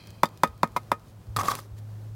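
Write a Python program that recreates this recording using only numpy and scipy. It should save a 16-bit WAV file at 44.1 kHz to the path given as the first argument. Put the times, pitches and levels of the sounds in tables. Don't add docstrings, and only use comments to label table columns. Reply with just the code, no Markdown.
import sys
import numpy as np
from scipy import signal
from scipy.fft import rfft, irfft
from scipy.io import wavfile
from scipy.ndimage import uniform_filter1d, map_coordinates

SR = 44100
rng = np.random.default_rng(int(sys.argv[2]) if len(sys.argv) > 2 else 0)


def master(y):
    cut = np.clip(np.atleast_2d(y).T, -1, 1)
    pcm = np.round(cut * 32767)
    wavfile.write(sys.argv[1], SR, pcm.astype(np.int16))


N = 94815
TIME = np.arange(N) / SR
HIT = np.arange(SR // 3) / SR

# (time [s], level [dB], pitch [ratio], then trims: crunch [dB], thud [dB],
# tool ring [dB], brick mids [dB], brick treble [dB])
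KNOCKS = [(0.2335, 0.5, 0.98, -1, -0.5, -5, -10, 2), (0.4348, 0.5, .97, 1, -1, 3, -6, 0),
          (0.632, -2, .99, -3, 3, -2, -8, -1.5), (0.7635, -8.5, 1.022, -3, -2.5, -2.5, 0, -0.5),
          (.9170, -3.5, 0.99, -1.5, -7, 1.5, -2, 0.5)]
# (time [s], level [dB], pitch [ratio], crunch [dB], clink [dB])
REBOUNDS = [(0.246, -25.5, 1, 2, 0), (0.2561, -30.5, 0.89, 16.5, 21.5), (.4388, -18, 1.0, -8, -0.5),
            (.4745, -42.5, 1.5, 19, 16), (.7676, -14.5, 1.02, 7, -14), (.7715, -15, 1.02, -16, -10)]
# (frequency [Hz], level [dB], t60 [s])
BRICK_MODES = [(362, -15, 0.029), (655, -7, 0.023), (969, -1.5, 0.017), (1055, -3, 0.015),
               (1266, -16, 0.0053), (1565, -24, 0.0105), (2063, -19, 0.029), (2388, -21, 0.023),
               (3620, -26.5, 0.028), (4930, -34, 0.013)]
# (frequency [Hz], level [dB], t60 [s])
TOOL_MODES = [(460.5, -10, 0.14), (576, -12, 0.099), (806, -13, 0.11), (953, -24, 0.051),
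              (1170, -1.5, 0.084), (1249, -0.5, 0.11), (1255, -18.5, 0.3), (1813, -9, 0.086),
              (1985, -35, 0.046), (2470, -11.5, 0.088), (3180, -26.5, 0.096), (3670, -30, 0.081),
              (4690, -43, .1)]
# (frequency [Hz], level [dB], t60 [s])
WALL_MODES = [(219.4, 3, 0.095), (333, -3.5, 0.063)]
# (frequency [Hz], level [dB], t60 [s])
SINK_MODES = [(168, 3, 0.051)]
# (frequency [Hz], level [dB], t60 [s])
CLINK_MODES = [(3640, -26, .035), (4806, -23, 0.024), (7450, -30, 0.015)]
# (frequency [Hz], level [dB])
SETTLE_SPECTRUM = [(60, -25), (150, 0), (260, 0), (450, -9), (1000, -1), (1500, -2), (2400, -11),
                   (3200, -28), (16000, -54.5)]
# (frequency [Hz], level [dB])
CRUNCH_SPECTRUM = [(300, -11.5), (1500, -6), (3000, 2), (5000, 1.5), (8000, -3.5), (12000, -4.5),
                   (16000, -8)]

# (time [s], blade rasp [dB], grit hiss [dB], low grind [dB])
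STROKE = [(1.362, -66, -75, -60), (1.364, -33, -28, -40), (1.369, -30, -33, -30.5),
          (1.385, -42, -55, -33.5), (1.392, -26.5, -36, -29.5), (1.415, -30, -39, -62),
          (1.426, -40.5, -61, -38), (1.435, -35.5, -43.5, -33.5), (1.477, -38, -39, -43),
          (1.486, -27, -38, -41), (1.498, -32, -38, -39.5), (1.514, -27, -34, -44),
          (1.527, -36.5, -44.5, -42.5), (1.575, -45, -49.5, -48.5), (1.591, -44, -45.5, -53),
          (1.605, -62, -57, -64), (1.661, -67, -65.5, -60)]
# (frequency [Hz], level [dB], t60 [s])
BLADE_MODES = [(810, -20, 0.027), (1106, -7.5, 0.017), (1149, 1.5, 0.041), (1214, -4, 0.027),
               (1490, -6.5, 0.016), (1830, -13, 0.032), (2140, -22, 0.013), (2400, -25, 0.026),
               (3350, -15, 0.028), (3710, -34, 0.014), (4760, -19.5, 0.02), (5040, -22, 0.025),
               (7680, -15.5, .02)]
# (frequency [Hz], level [dB])
HISS_SPECTRUM = [(600, -31.5), (1800, 1.5), (2800, 0.5), (3600, 1), (5000, 3), (7000, -2), (10000, -3.5),
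                 (15000, -5), (17000, -8)]
# (frequency [Hz], level [dB])
GRIND_SPECTRUM = [(50, -31), (110, 6.5), (220, -0.5), (330, -4.5), (650, -4), (1000, -7), (2500, -32)]
# (time [s], level [dB], pitch [ratio], click [dB])
CATCHES = [(1.364, -24.5, 1.09, -4.5), (1.3686, -28.5, 1.05, 5.5), (1.3888, -24, 0.97, -13),
           (1.4132, -33.5, 0.93, 1), (1.4337, -31, .95, -2), (1.458, -44, 1.1, 8), (1.4835, -25, .98, 3),
           (1.4859, -22.5, 1.0, -16), (1.5123, -32, 0.986, -6), (1.5162, -27.5, 1.05, 1),
           (1.5528, -41, 0.84, 17), (1.5902, -35.5, 1.02, -4), (1.602, -54, 1.07, 13)]

# (time [s], level [dB])
TICKS = [(.0722, -43), (.105, -44.5), (0.2886, -49), (.3745, -44), (.578, -50.5), (.675, -45), (.719, -52),
         (.8335, -53.5), (.996, -54.5), (1.269, -56), (1.788, -49)]
# (time [s], level [dB], half-width [s])
RUBS = [(0.361, -73.5, 0.0066), (1.093, -66.5, 0.029), (1.203, -74, .04), (1.783, -59, 0.015)]
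# (frequency [Hz], level [dB], t60 [s])
RUSTLE_MODES = [(2530, -4, 0.018), (3190, -4.5, .016), (4200, -2, .01), (4610, -5.5, 0.0121),
                (9000, -10, .001)]
# (time [s], level [dB])
RUSTLE_LEVEL = [(0, -54.5), (.16, -63.5), (.3, -69), (.9, -76.5), (2.15, -89)]

# (time [s], level [dB])
HUM_LEVEL = [(0, -61), (.05, -49.5), (.35, -55), (.39, -56.5), (.6, -51.5), (.95, -47), (1.02, -62),
             (1.18, -45), (1.24, -57.5), (1.29, -38.5), (1.44, -36.5), (1.54, -49.5), (1.75, -40.5),
             (1.9, -39), (2.11, -39), (2.15, -38)]
# (time [s], level [dB], frequency [Hz])
BUMPS = [(0.107, -46, 83), (.495, -37.5, 73), (.54, -44, 60), (.72, -47, 62), (1.209, -45, 72),
         (1.3, -33, 68), (1.733, -35, 68.9), (2.11, -42.5, 63)]
# (frequency [Hz], level [dB])
AIR_SPECTRUM = [(20, -21.5), (60, -2), (160, -1.5), (260, -10), (500, -14), (1100, -20), (2200, -31),
                (5000, -33), (10000, -37), (16000, -37)]
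# (delay [s], gain [ratio])
ECHOES = [(.0032, 0.079), (.0071, 0.18), (0.0133, .05)]
# (frequency [Hz], t60 [s])
SCATTER_DECAY = [(100, 0.087), (500, .07), (1300, 0.061), (4000, 0.069), (16000, 0.072)]


def knocks():
    out = np.zeros(N)
    contact_s, crunch_lead_s = 0.00077, 0.0008
    mids_hz, treble_hz = 1150, 1750
    attack = 1 - np.exp(-(HIT / contact_s) ** 2)
    thud = (ring(WALL_MODES) - ring(SINK_MODES)) * (1 - np.exp(-HIT / 0.0017))
    settling = amp(-22.5) * np.minimum(HIT / 0.0087, 1) * fade(HIT, t60=0.06)
    for s, db, pitch, crunch_db, thud_db, ring_db, mids_db, treble_db in KNOCKS:
        modes = [(hz, mode_db + (treble_db if hz > treble_hz else mids_db * (hz > mids_hz)), t60)
                 for hz, mode_db, t60 in BRICK_MODES]
        tool = amp(ring_db - 24.5) * ring(TOOL_MODES)
        blow = attack * (ring(modes, pitch) + tool) + amp(thud_db - 24) * thud
        shudder = settling * noise(SETTLE_SPECTRUM)
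        add(out, s, amp(db) * (blow + shudder))
        add(out, s - crunch_lead_s, amp(db + crunch_db) * crunch())
    for s, db, pitch, crunch_db, clink_db in REBOUNDS:
        touch = ring(BRICK_MODES, pitch) + amp(clink_db) * ring(CLINK_MODES)
        add(out, s, amp(db) * attack * touch)
        add(out, s - crunch_lead_s, amp(db + crunch_db) * crunch())
    return out


def crunch():
    attack = np.minimum(HIT / 0.00084, 1)
    crack = amp(-19.5) * fade(HIT, t60=0.014)
    crumbs = amp(-41.5) * fade(HIT, t60=0.1)
    return attack * (crack + crumbs) * noise(CRUNCH_SPECTRUM)


def scrape(judder_db=2, sag_per_s=0.26, chip_share=0.59):
    start, end = STROKE[0][0], STROKE[-1][0]
    judder = amp(judder_db * drift(size=130))
    grit = grains() * judder
    pitch = 1.03 - sag_per_s * np.clip(TIME - start, 0, end - start) + 0.035 * drift(size=150)
    hiss = colour((1 - chip_share) * unit(grit) + chip_share * unit(chips()), HISS_SPECTRUM)
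    blade = signal.fftconvolve(grit, ring(BLADE_MODES))
    rasp = unit(map_coordinates(blade, [np.cumsum(pitch)], order=3))
    grind = colour(grains() * judder, GRIND_SPECTRUM)
    out = rasp * level(STROKE, 1) + hiss * level(STROKE, 2) + grind * level(STROKE, 3)
    out *= (TIME > start) & (TIME < end)
    for s, db, bend, click_db in CATCHES:
        add(out, s, amp(db) * (ring(BLADE_MODES, bend) + amp(click_db) * tick(t60=0.0067)))
    return out


def grains(per_s=3000, spread_db=3):
    sizes = amp(spread_db * np.minimum(rng.exponential(1, N), 4))
    return sizes * rng.choice([-1, 1], N) * (rng.random(N) < per_s / SR)


def chips(count=24):
    clicks, size = grains(), rng.integers(0, count, N)
    t = HIT[:len(HIT) // 10]
    pitches_hz = np.linspace(1700, 14500, count) * rng.uniform(0.95, 1.04, count)
    snaps = [fade(t, t60=0.011) * np.sin(2 * np.pi * hz * t) for hz in pitches_hz]
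    return sum(signal.oaconvolve(clicks * (size == k), snap)[:N] for k, snap in enumerate(snaps))


def tick(t60):
    return noise(HISS_SPECTRUM) * fade(HIT, t60)


def sand():
    rustle = signal.fftconvolve(grains(), ring(RUSTLE_MODES))[:N]
    out = unit(rustle) * level(RUSTLE_LEVEL)
    for s, db in TICKS:
        add(out, s, amp(db) * tick(t60=0.01))
    for s, db, width_s in RUBS:
        out += amp(db) * swell(s, width_s) * colour(grains(), HISS_SPECTRUM)
    return out


def street(air_db=-52, hum_hz=106.7):
    air = amp(air_db + drift(size=3000)) * noise(AIR_SPECTRUM, N)
    cycles = np.cumsum(hum_hz + 0.43 * drift(size=4000)) / SR
    hum = level(HUM_LEVEL) * np.sqrt(2) * np.sin(2 * np.pi * cycles)
    bumps = sum(amp(db) * swell(s, width_s=0.014) * np.cos(2 * np.pi * hz * (TIME - s))
                for s, db, hz in BUMPS)
    return air + hum + bumps


def outdoors(x, scatter_db=-17, far_db=-35):
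    count = SR // 2
    t = np.arange(count) / SR
    hz, frame_s, bands = signal.stft(rng.standard_normal(count), SR, nperseg=256)
    bands *= fade(frame_s, read(SCATTER_DECAY, hz)[:, None])
    scatter = signal.istft(bands, SR, nperseg=256)[1][:count] * np.minimum(t / 0.0031, 1)
    far = signal.lfilter(*signal.butter(1, 2000, fs=SR), rng.standard_normal(count)) * fade(t, t60=0.34)
    response = (amp(scatter_db) * unit(scatter) + amp(far_db) * unit(far)) / np.sqrt(count)
    out = x + signal.fftconvolve(x, response)[:N]
    for delay, gain in ECHOES:
        add(out, delay, gain * x)
    return out


def ring(modes, pitch=1):
    return sum(amp(db) * fade(HIT, t60) * np.sin(2 * np.pi * hz * pitch * HIT) for hz, db, t60 in modes)


def noise(spectrum, count=len(HIT)):
    return colour(rng.standard_normal(count), spectrum)


def colour(x, spectrum):
    gain = amp(read(spectrum, np.fft.rfftfreq(len(x), 1 / SR)))
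    return unit(irfft(rfft(x) * gain, len(x)))


def read(points, hz):
    f, value = np.transpose(points)
    return np.interp(np.log(hz + 1), np.log(f), value)


def level(table, column=1):
    rows = np.array(table)
    return amp(np.interp(TIME, rows[:, 0], rows[:, column]))


def fade(t, t60):
    return np.exp(-np.log(1000) * t / t60)


def swell(s, width_s):
    return np.exp(-((TIME - s) / width_s) ** 2)


def drift(size):
    return unit(uniform_filter1d(uniform_filter1d(rng.standard_normal(N), size), size))


def amp(db):
    return 10 ** (np.asarray(db) / 20)


def unit(x):
    return x / np.sqrt(np.mean(x ** 2) + 1e-20)


def add(mix, s, sound):
    part = mix[max(round(s * SR), 0):][:len(sound)]
    part += sound[:len(part)]


def scene():
    return (outdoors(knocks() + scrape() + sand()) + street())[None]


def record(dry):
    high_cut = signal.firwin(301, 16200, window=("kaiser", 9), fs=SR)
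    return signal.oaconvolve(dry, high_cut[None], "same")


dry = scene()
out = record(dry)
master(out)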